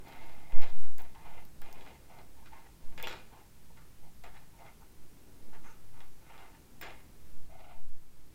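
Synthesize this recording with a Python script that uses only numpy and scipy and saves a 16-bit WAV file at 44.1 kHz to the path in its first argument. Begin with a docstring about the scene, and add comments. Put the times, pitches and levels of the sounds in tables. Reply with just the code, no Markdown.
"""Metal knitting needles tick together and sing briefly, at a table in a quiet room, close to a phone.
The loose needle and its cable knock, drag and chatter over the table top; yarn once hisses along a needle.
Contacts are noise bursts and short tones through resonances; dragging is random slips and scrape through
the table's modes. The walls answer the needles and knocks. Behind lie slow pushes of air on the microphone
and room tone: faint hum, far murmur and hiss, all made of shaped noise."""
import sys
import numpy as np
from scipy import signal
from scipy.fft import rfft, irfft, next_fast_len
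from scipy.io import wavfile
from scipy.ndimage import uniform_filter1d, map_coordinates

SR = 44100
rng = np.random.default_rng(int(sys.argv[2]) if len(sys.argv) > 2 else 0)


def wav_record(signal):
    """Record a signal, one row per channel, as 16-bit PCM in the file named by sys.argv[1]."""
    frames = np.transpose(np.atleast_2d(signal))
    bounded = np.clip(frames, -1, 1)
    # unit amplitude maps onto the largest positive 16-bit level
    quanta = np.round(bounded * 32767).astype(np.int16)
    wavfile.write(sys.argv[1], SR, quanta)


N = 368058  # length in samples
CONTACT_LAG = .001  # from the listed time of a tick or knock to its burst (s)

# Resonances of the table top, in families from low to high.
# Each row: centre in Hz, width in Hz, level in dB against its family.
TABLE_LOW = [(352, 78, -7), (509, 28, -0.5)]
TABLE_DEEP = [(642.5, 55, -2), (725, 20.3, 2.5), (779, 17, -6.5)]
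TABLE_BODY = [(807, 21, 1.5), (912, 27, 1.5), (1067.4, 14, -3.5)]
TABLE_MIDDLE = [(1168, 62, -0.5), (1296, 55, -0.5), (1383, 56, -1.5), (1489, 31, 1.5)]
TABLE_HARD = [(1630, 35, 5.5), (1760, 120, 2.5), (1955, 99, 1)]
TABLE_SINGING = [(2061, 34, 4), (2181, 41, 1)]
TABLE_UPPER = [(2304, 77, -2), (2448, 62, 2), (2650, 99, -3), (2825, 40, 0), (2990, 79, -7),
               (3150, 40, -2.5)]
TABLE_FIZZ = [(3385, 120, 0.5), (3870, 220, -3.5), (4190, 320, -6), (4970, 1240, -12), (5600, 310, -11.5),
              (7200, 800, -16)]
FAMILIES = (TABLE_LOW, TABLE_DEEP, TABLE_BODY, TABLE_MIDDLE,
            TABLE_HARD, TABLE_SINGING, TABLE_UPPER, TABLE_FIZZ)


def amp(db):
    """dB to gain."""
    return 10 ** (np.asarray(db) / 20)


def unit(x):
    """Scaled to rms 1."""
    return x / np.sqrt(np.mean(x ** 2) + 1e-20)


def along(points, hz):
    """Values at hz from (Hz, value) points, straight lines on a log frequency axis."""
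    f, v = np.transpose(points)
    return np.interp(np.log(hz + 1), np.log(f + 1), v)


def curves(rows):
    """One value per sample for each column after the time."""
    s, *cols = np.transpose(rows)
    return np.array([np.interp(np.arange(N) / SR, s, c) for c in cols])


def wobble(rate):
    """A smooth random curve, rate knots a second."""
    knots = rng.standard_normal(int(N * rate / SR) + 4)
    return map_coordinates(knots, [np.arange(N) * rate / SR])


def filtered(x, response):
    """x times a complex response of frequency."""
    m = next_fast_len(x.shape[-1] + SR)  # spare room for the tail
    return irfft(rfft(x, m) * response(np.fft.rfftfreq(m, 1 / SR)), m)[..., :x.shape[-1]]


def modes(table):
    """Causal response of (Hz, width Hz, dB) resonances, added with alternating sign."""
    def response(f):
        total = 0
        for k, (centre, width, db) in enumerate(table):
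            damping = 1j * f * width
            total = total + (-1) ** k * amp(db) * damping / (centre * centre - f * f + damping)
        return total
    return response


def burst(table, t60, rattle, size=4096):
    """One sharp contact with a short rattle behind it wakes resonances unevenly; peak 1."""
    force = rattle * rng.standard_normal(size) * amp(-60 * np.arange(size) / SR / t60)
    force[0] = -1  # the blow itself
    uneven = [(hz, width, db + rng.normal(0, 1.8)) for hz, width, db in table]
    puff = filtered(force, modes(uneven))
    return puff / np.abs(puff).max()


def ticks():
    """Steel meets steel: a bright burst of the tips, a dull one of the shafts, and a brief ring."""
    # Ticks. Each row: time in seconds, level in dB before a common lift,
    # then against the tip burst: shaft burst in dB, ring in dB.
    tick_rows = [(0.0826, -52, 1, -23), (0.133, -57, -1, -25), (0.1609, -59, 2, -25),
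                 (0.2607, -58, -6, -30), (0.616, -45, -8, -45), (0.6345, -52, 6, -25),
                 (0.9816, -41, -9, -53), (0.9994, -49, -10, -33), (1.0182, -47, -14, -38),
                 (1.451, -49, -5, -35), (1.6158, -42.5, -15, -40), (1.7272, -48, 8.5, -30),
                 (2.9768, -64, 2, -9), (2.999, -60, 7, -10), (3.026, -33, -4, -38), (3.0705, -52, 0, -7),
                 (3.095, -54, 10, -8), (3.121, -60, 1, -8), (4.2377, -59, 8, -11), (6.8122, -36, -16, -36),
                 (6.818, -45, -11, -28)]
    # Resonances of the tips, then of the shafts. Each row: centre in Hz, width in Hz, level in dB.
    tip_modes = [(14450, 2300, 20), (15200, 1600, 20), (10500, 9900, 3)]
    shaft_modes = [(2500, 900, -40), (4250, 1100, -4), (5740, 3600, 16), (9600, 5600, 5)]
    # Ring where the needle hangs free. Each row: mean pitch in Hz, mean level in dB, t60 in seconds.
    ring_modes = [(12400, 2, 0.099), (12420, -22, 0.06), (13000, -8, 0.03)]
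    out, t = np.zeros(N + SR), np.arange(4096) / SR
    for s, db, shaft_db, ring_db in tick_rows:
        ring = 0
        for hz, level, t60 in ring_modes:
            decay = amp(level + rng.normal(0, 4.1) - 60 * t / t60)
            ring = ring + decay * np.sin(2 * np.pi * hz * rng.normal(1, 0.0057) * t)
        tick = burst(tip_modes, 0.011, 0.5)
        tick = tick + amp(shaft_db) * burst(shaft_modes, .003, .15) + amp(ring_db) * ring
        out[round((s + CONTACT_LAG) * SR):][:len(t)] += amp(db + 3.0) * tick
    return out[:N]


def pings():
    """A needle sings briefly, its pitch set by the grip: two close tones beat as they die."""
    # Each row: time in seconds, level of the first tone in dB before onset and decay, pitch in Hz.
    ping_rows = [(0.618, -58, 5300), (0.62, -58, 4100), (2.978, -62, 6900), (3.027, -59, 5450),
                 (3.028, -47, 3410), (3.041, -44, 3450), (3.052, -51, 3450), (3.0712, -60, 7250),
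                 (3.072, -54, 4150), (3.077, -55, 5750), (3.082, -58, 7200), (3.091, -60, 6900),
                 (3.095, -59, 4300), (3.128, -68, 7300), (4.238, -64, 7200), (4.24, -56, 2040),
                 (4.26, -61, 2490), (4.367, -64, 3930), (4.589, -59, 2100), (6.8125, -57, 5250),
                 (6.8125, -61, 3350), (6.8125, -60, 7400), (6.813, -51, 2470), (6.825, -45, 1590),
                 (6.826, -48, 2000), (6.826, -62, 7150), (6.838, -64, 7300), (6.862, -67, 7100)]
    t60, onset = 0.047, 0.00056  # decay and onset time constant (s)
    out, t = np.zeros(N + SR), np.arange(4096) / SR
    for s, db, hz in ping_rows:
        near_hz = hz * rng.normal(1, 0.011)
        pair = np.sin(2 * np.pi * hz * t)
        pair = pair + 1.5 * np.sin(2 * np.pi * near_hz * t + rng.uniform(0, 2 * np.pi))
        envelope = amp(db - 60 * t / t60) * (1 - np.exp(-t / onset))
        out[round(s * SR):][:len(t)] += envelope * pair
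    return out[:N]


def knocks():
    """A needle lands on the table; a harder contact is sharper and wakes the upper modes more."""
    # Each row: time in seconds, level in dB before the softening,
    # hardness in dB (gain of the sharp part before a common lift).
    knock_rows = [(0.123, -39.5, -7.5), (0.521, -37, -12), (0.589, -42, -10), (0.618, -48, 6),
                  (0.634, -40.5, -4), (0.639, -37, -12), (0.645, -44, -10), (0.673, -39, -10),
                  (0.833, -47, -10), (1.002, -48, -31), (1.149, -42, -11), (1.618, -45.5, 0),
                  (1.808, -31.5, -18), (1.862, -33.5, -14), (2.187, -36, -14.5), (2.459, -42, -9),
                  (2.522, -46, -12), (2.659, -51, -16), (2.924, -37.5, -19), (2.977, -30, -10),
                  (2.999, -39, 0.5), (3.026, -42, -2), (3.041, -25, -23), (3.0708, -24.5, -5),
                  (3.077, -27, -14), (3.095, -47, -4), (3.111, -27, -14), (3.128, -27, -11.5),
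                  (3.141, -37, -12), (3.772, -44, -9), (4.236, -47.5, -4), (4.241, -42, -10),
                  (4.26, -46, -16), (4.281, -47, -20), (4.328, -45, -22), (4.342, -42, -20),
                  (4.367, -46, -6), (4.378, -47, -20), (4.589, -45, -20), (4.605, -38, -22),
                  (4.616, -43, -16), (4.649, -43, -14), (4.663, -41, -11), (4.681, -40, -19),
                  (5.536, -45, -12), (5.646, -42, -23), (6.004, -35.5, -11), (6.378, -46, -1.5),
                  (6.54, -58, -22), (6.8122, -36, -5), (6.824, -35.5, -4.5), (6.831, -27, -9.5),
                  (6.838, -37, -16), (6.852, -28, -23), (6.871, -34, -14), (6.887, -36, -18),
                  (6.904, -40, -15), (6.916, -36, -15), (6.989, -49, -13), (7.004, -46, -13),
                  (7.607, -42, -22), (7.68, -49, -24), (7.694, -50, -16), (7.728, -47, -18)]
    # The contact itself, heard directly. Each row: centre in Hz, width in Hz, level in dB.
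    contact_modes = [(1520, 3660, -5), (3160, 2000, -10)]
    upper_modes = TABLE_MIDDLE + TABLE_HARD + TABLE_SINGING + TABLE_UPPER + TABLE_FIZZ
    soft_hz = 7100  # the table's give rounds a knock off above this
    out = np.zeros(N + SR)
    for s, db, hard_db in knock_rows:
        sharp = burst(contact_modes, 0.0024, 0.058) + amp(-10.5) * burst(upper_modes, 0.0065, 0.41)
        deep = amp(-17.5) * burst(TABLE_LOW + TABLE_DEEP + TABLE_BODY, 0.011, 0.18)
        hit = deep + amp(hard_db + 8.5) * sharp
        out[round((s + CONTACT_LAG) * SR):][:len(hit)] += amp(db) * hit
    return filtered(out[:N], lambda f: 1 / (1 + 1.4j * f / soft_hz - (f / soft_hz) ** 2) ** 2)


def swell(start, rise, hold, fall):
    """Rise, hold and fall in dB under the top; practically silent before, dying on after."""
    edge_db = 22.5  # starts this far under the top, and is as far down again after the fall time
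    t = np.arange(N) / SR - start
    away = np.maximum(1 - t / rise, (t - rise - hold) / fall)
    return np.where(t < 0, -200, -edge_db * np.maximum(away, 0))


def strokes():
    """Gains of the table's families over all strokes of dragging; each family wavers by itself."""
    # Each row: start, rise, hold and fall in seconds, level of the body family in dB before the
    # drag's trim, then against it in dB: low, deep, middle, hard, singing, upper, fizz.
    stroke_rows = [(0.0, 0.075, 0.17, 0.56, -54.5, -8, -3.5, -8, -10.5, -3.5, -6.5, -9.5),
                   (0.428, 0.11, 0.056, 0.044, -56, -5, -2, -11.5, -16.5, -1, -10.5, -21),
                   (0.555, 0.064, 0.012, 0.03, -56.5, -1, -3, -6, -1, 2, 1, -5),
                   (0.629, 0.0031, 0.006, 0.15, -50.5, 1, 0, -3, -6, -4, -2, -4.5),
                   (0.822, 0.016, 0.0081, 0.18, -62.5, -7, -1, -4.5, -7, -9, -15, -15),
                   (0.97, 0.018, 0.02, 0.16, -54.5, -5.5, -3.5, -6, -6, -6, -6.5, -10.5),
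                   (1.145, 0.003, 0.022, 0.25, -56.5, -28, -15, -11, -10, -12, -18, -22),
                   (1.181, 0.084, .005, 0.2, -53.5, -9, -4, -8, -15, -9, -8, -13),
                   (1.298, 0.083, 0.01, 0.085, -60, -3, 2.5, -6, -9, 0, 1, -15),
                   (1.612, 0.006, 0.28, 0.24, -57.5, -3, -3, -8.5, -10, -5, -5.5, -9),
                   (2.076, 0.032, 0.1, 0.091, -59.5, -4.5, 2.5, -5.5, -19, -5, -9, -14),
                   (2.332, 0.042, .06, 0.045, -61.5, -15, -11, -27, -23, -18, -17, -22),
                   (2.426, 0.052, .003, 0.026, -61.5, -14, -16, 5, -8, -7, -3, -5),
                   (2.492, 0.041, .005, 0.21, -52.5, -15, -8, -7.5, -11, -8, -10, -15),
                   (2.64, 0.027, .003, 0.033, -62.5, -2, -6, -6, -1, -12, -7, -15),
                   (2.79, .03, 0.24, .04, -69, -5, -7, -16, -15, -7, -12, -18),
                   (2.977, 0.00084, 0.051, 0.033, -56, -3.5, -7, -8, -2, -1, 1.5, -3),
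                   (3.03, 0.0022, 0.029, 0.033, -49, 0, -6, -13, -16, -6, 4.5, -4),
                   (3.074, 0.0011, 0.018, 0.053, -52, 0, -9, -4, -4, 2, -2, 1),
                   (3.096, 0.01, 0.029, 0.19, -54.5, 0, -4, 1, -5, -4, 4.5, 0.5),
                   (3.299, 0.034, 0.071, 0.094, -57.5, -9.5, -8, -10, -14, -16, -14, -22),
                   (3.677, 0.032, .003, 0.027, -60, -6, -9, -17, -20, -21, -22, -22),
                   (3.754, 0.018, .005, 0.22, -65.5, -8, -13, 2, -3, -5, -7, -11),
                   (4.02, 0.019, 0.041, .05, -63, -10, -3, -23, -24, -19, -32, -25),
                   (4.235, 0.0035, 0.037, 0.06, -56.5, -1.5, 2.5, -1.5, -3, -6, -5, -11),
                   (4.292, 0.064, .005, 0.15, -56.5, -20, -7, -5.5, -6, -10, -8, -13),
                   (4.519, 0.013, .05, 0.028, -68, -19, -8, -16, -22, -18, -20, -22),
                   (4.57, 0.037, 0.023, 0.044, -56.5, -10, 4, -7, -23, -7, -12, -16),
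                   (4.636, 0.02, 0.028, 0.084, -58, -10, -1.5, -3.5, -12, -2, -6.5, -18),
                   (4.788, 0.035, .005, 0.064, -59.5, -14, -11, -4.5, -15, -15, -11, -19),
                   (5.523, 0.0092, 0.018, 0.094, -56, -19, -5, -3, -6, -10, -10, -24),
                   (5.631, 0.011, 0.063, 0.12, -60, -29, -14, 2, -6, -6, -5, -11),
                   (5.918, 0.027, 0.096, 0.1, -62, -19, -9, -3, -13, -9, -10, -15),
                   (6.177, 0.13, 0.16, 0.11, -57, -8.5, -3.5, -3, -9.5, -5.5, -6, -12.5),
                   (6.519, .03, .003, 0.06, -59, -19, -20, -10, -7, -17, -11, -19),
                   (6.811, 0.0012, 0.0091, 0.035, -60, -3, 3, -2, 1.5, 6, 4, 5),
                   (6.822, 0.0018, 0.014, 0.06, -61, 6, 1, -5, 3, -2, 5, -5),
                   (6.834, 0.02, 0.053, 0.08, -55, -2, 2.5, -0.5, -1, -3.5, 0.5, -5),
                   (6.924, .02, 0.073, 0.087, -71, -4, -10, -9, -3, 4, -2, -8),
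                   (7.477, 0.031, 0.041, 0.08, -64.5, -6, 9.5, -4, -17, -3, -7, -13),
                   (7.547, 0.042, 0.06, 0.06, -59.5, -11, 1.5, -6, -17, -8, -8, -14),
                   (7.648, 0.033, 0.052, 0.039, -61, -7, 5.5, -3, -17, -5, -4.5, -13),
                   (7.724, 0.022, 0.038, 0.072, -66, -21, 3, -17, -21, -12, -8, -15)]
    flutter_db, flutter_rate = 1.28, 30  # depth (dB), knots per second
    gains = np.zeros((len(FAMILIES), N))
    for start, rise, hold, fall, db, low_db, deep_db, *above_db in stroke_rows:
        family_db = np.array([low_db, deep_db, 0, *above_db])
        gains += amp(db + family_db[:, None] + swell(start, rise, hold, fall))
    return gains * amp(flutter_db * np.array([wobble(flutter_rate) for _ in gains]))


def drag():
    """Irregular tiny slips and a finer scrape, at a steady mean force, drive the table's modes."""
    slip_now = rng.random(N) < 420 / SR  # about 420 slips a second
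    slips = slip_now * amp(4.2 * np.clip(rng.standard_normal(N), -1.5, 1.5))
    scrape = 1.18 * rng.standard_normal(N) * amp(1.8 * wobble(45))
    force = scrape - unit(slips)
    out = 0
    for gain, table in zip(strokes(), FAMILIES):
        bottom, top = table[0][0] * .88, table[-1][0] * 1.12

        def family(f):
            """The modes, with little sound outside the family."""
            return modes(table)(f) / (1 + (f / top) ** 8) * f ** 8 / (f ** 8 + bottom ** 8)

        sound = filtered(force, family)
        # levelled over 1/16 s, so that the strokes set the loudness
        power = np.abs(uniform_filter1d(sound ** 2, size=SR // 16))
        out = out + amp(-4.5) * gain * sound / np.sqrt(power + 1e-12)
    return out


def yarn():
    """A short thin hiss as yarn slides along the needle: noise through one resonance."""
    # Yarn sliding on steel. One row: start, rise, hold and fall in seconds, level in dB.
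    slide = (5.6, .05, .07, .04, -70)
    *shape, db = slide
    hiss = unit(filtered(rng.standard_normal(N), modes([(6260, 560, 0)])))
    return amp(db + swell(*shape)) * hiss


def walls(x):
    """The room's answer: a noise tail in which each frequency dies at its own speed."""
    # Each row: frequency in Hz, t60 in seconds.
    wall_decay = [(300, .3), (2000, .22), (10000, .1)]
    hz, t, z = signal.stft(rng.standard_normal(SR // 2), SR, nperseg=256)
    fade = amp(-60 * t / along(wall_decay, hz)[:, None])
    tail = signal.istft(z * fade, SR, nperseg=256)[1]
    late = np.pad(x, (250, 0))  # samples before the answer starts
    return signal.fftconvolve(late, tail / np.linalg.norm(tail))[:N]


def air():
    """Pushes of air and a slight drift; the microphone's vent leaks them away, so each swings back."""
    # Each row: start in seconds, peak pressure (full scale 1, before the vent), time constant in seconds.
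    push_rows = [(0.116, 0.219, 0.232), (0.528, 1.014, 0.046), (0.624, 0.456, 0.058), (1.223, 0.099, 0.127),
                 (1.583, 0.08, 0.038), (2.833, 0.113, 0.039), (3.963, 0.046, 0.069), (4.962, 0.026, 0.052),
                 (5.38, 0.205, 0.189), (6.064, 0.131, 0.281), (6.923, 0.318, 0.658), (7.324, 0.083, 0.048),
                 (7.741, -0.187, 0.087), (7.866, 0.174, 0.041)]
    t = np.arange(N) / SR
    pressure = .012 * wobble(4) + .002 * wobble(10)
    for s, size, tau in push_rows:
        u = np.maximum(t - s, 0) / tau
        pressure += size * u ** 2 * np.exp(2 - u) / 4  # peaks two time constants after the start
    # high-pass at 0.93 Hz, heavily damped
    return filtered(pressure, lambda f: -f * f / (.93 ** 2 - f * f + 1j * f * 3.45))


def room_tone():
    """Low hum in the room's modes, a far murmur and the hiss of the microphone, all shaped noise."""
    # Spectrum shared by murmur and hiss. 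Each row: frequency in Hz, relative density in dB per Hz.
    spectrum = [(71, -57), (120, -1), (167, -14.5), (201, -2), (323, -3), (637, -14), (904, -13.5),
                (1130, -17), (1940, -19), (2430, -19.5), (2860, -21.5), (14900, -23), (16500, -25)]
    # Low room modes. Each row: centre in Hz, width in Hz, level in dB within its group.
    hum_modes = [(23.6, 5.6, -60), (41.8, 8, -64.5), (66.1, 6.8, -63.5), (104.4, 5.6, -65),
                 (158, 36, -70.5)]
    # Level of the hum. Each row: time in seconds, lowest three modes in dB, upper two in dB.
    hum_level = [(0, -59, -64.5), (0.5, -61.5, -65), (1.0, -57.5, -64), (1.5, -58.5, -63),
                 (2.1, -59.5, -64.5), (2.6, -59.5, -66), (3.0, -55, -62), (3.4, -59.5, -67.5),
                 (3.9, -60.5, -62.5), (4.3, -57.5, -63.5), (4.7, -60.5, -64), (5.2, -61, -67),
                 (5.6, -62, -65), (6.0, -60, -65.5), (6.5, -61.5, -66), (7.0, -60, -63.5),
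                 (7.4, -57.5, -65), (7.85, -59, -66.5), (8.1, -62.5, -66), (8.35, -61, -66)]
    # Level of the far murmur before its wavering. Each row: time in seconds, level in dB.
    murmur_level = [(0.0, -57), (0.56, -66), (0.95, -69.5), (1.9, -63), (2.39, -68.5), (2.83, -68.5),
                    (3.14, -64), (3.58, -68.5), (4.21, -73), (5.53, -63), (5.95, -69.5), (6.97, -61.5),
                    (7.32, -66.5), (7.86, -73), (8.35, -66.5)]
    # Level of the hiss, which dips near the end. Each row: time in seconds, level in dB.
    hiss_level = [(0, -65), (7.3, -65), (7.86, -68), (8.35, -66.5)]
    (murmur_db,), (hiss_db,) = curves(murmur_level), curves(hiss_level)

    def low(f):
        """Share of power that goes to the murmur; the rest is hiss."""
        return 1 / (1 + (f / 900) ** 2)

    murmur = filtered(rng.standard_normal(N), lambda f: amp(along(spectrum, f)) * np.sqrt(low(f)))
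    hiss = filtered(rng.standard_normal(N), lambda f: amp(along(spectrum, f)) * np.sqrt(1 - low(f)))
    hum = 0
    for db, group in zip(curves(hum_level), (hum_modes[:3], hum_modes[3:])):
        hum = hum + amp(db) * unit(filtered(rng.standard_normal(N), modes(group)))
    return amp(murmur_db + wobble(2.06)) * unit(murmur) + amp(hiss_db) * unit(hiss) + hum


def scene():
    """Needles and table with the room's answer, over air and room tone."""
    steel, wood = ticks() + pings(), knocks()
    echoes = walls(amp(-11) * steel + amp(-5) * wood)
    return (steel + wood + echoes + drag() + yarn() + air() + room_tone())[None]


def record(dry):
    """The phone cuts the sound off steeply above its band limit."""
    top_hz = 15950
    return filtered(dry, lambda hz: 1 / (1 + (hz / top_hz) ** 90))


dry = scene()
out = record(dry)
wav_record(out)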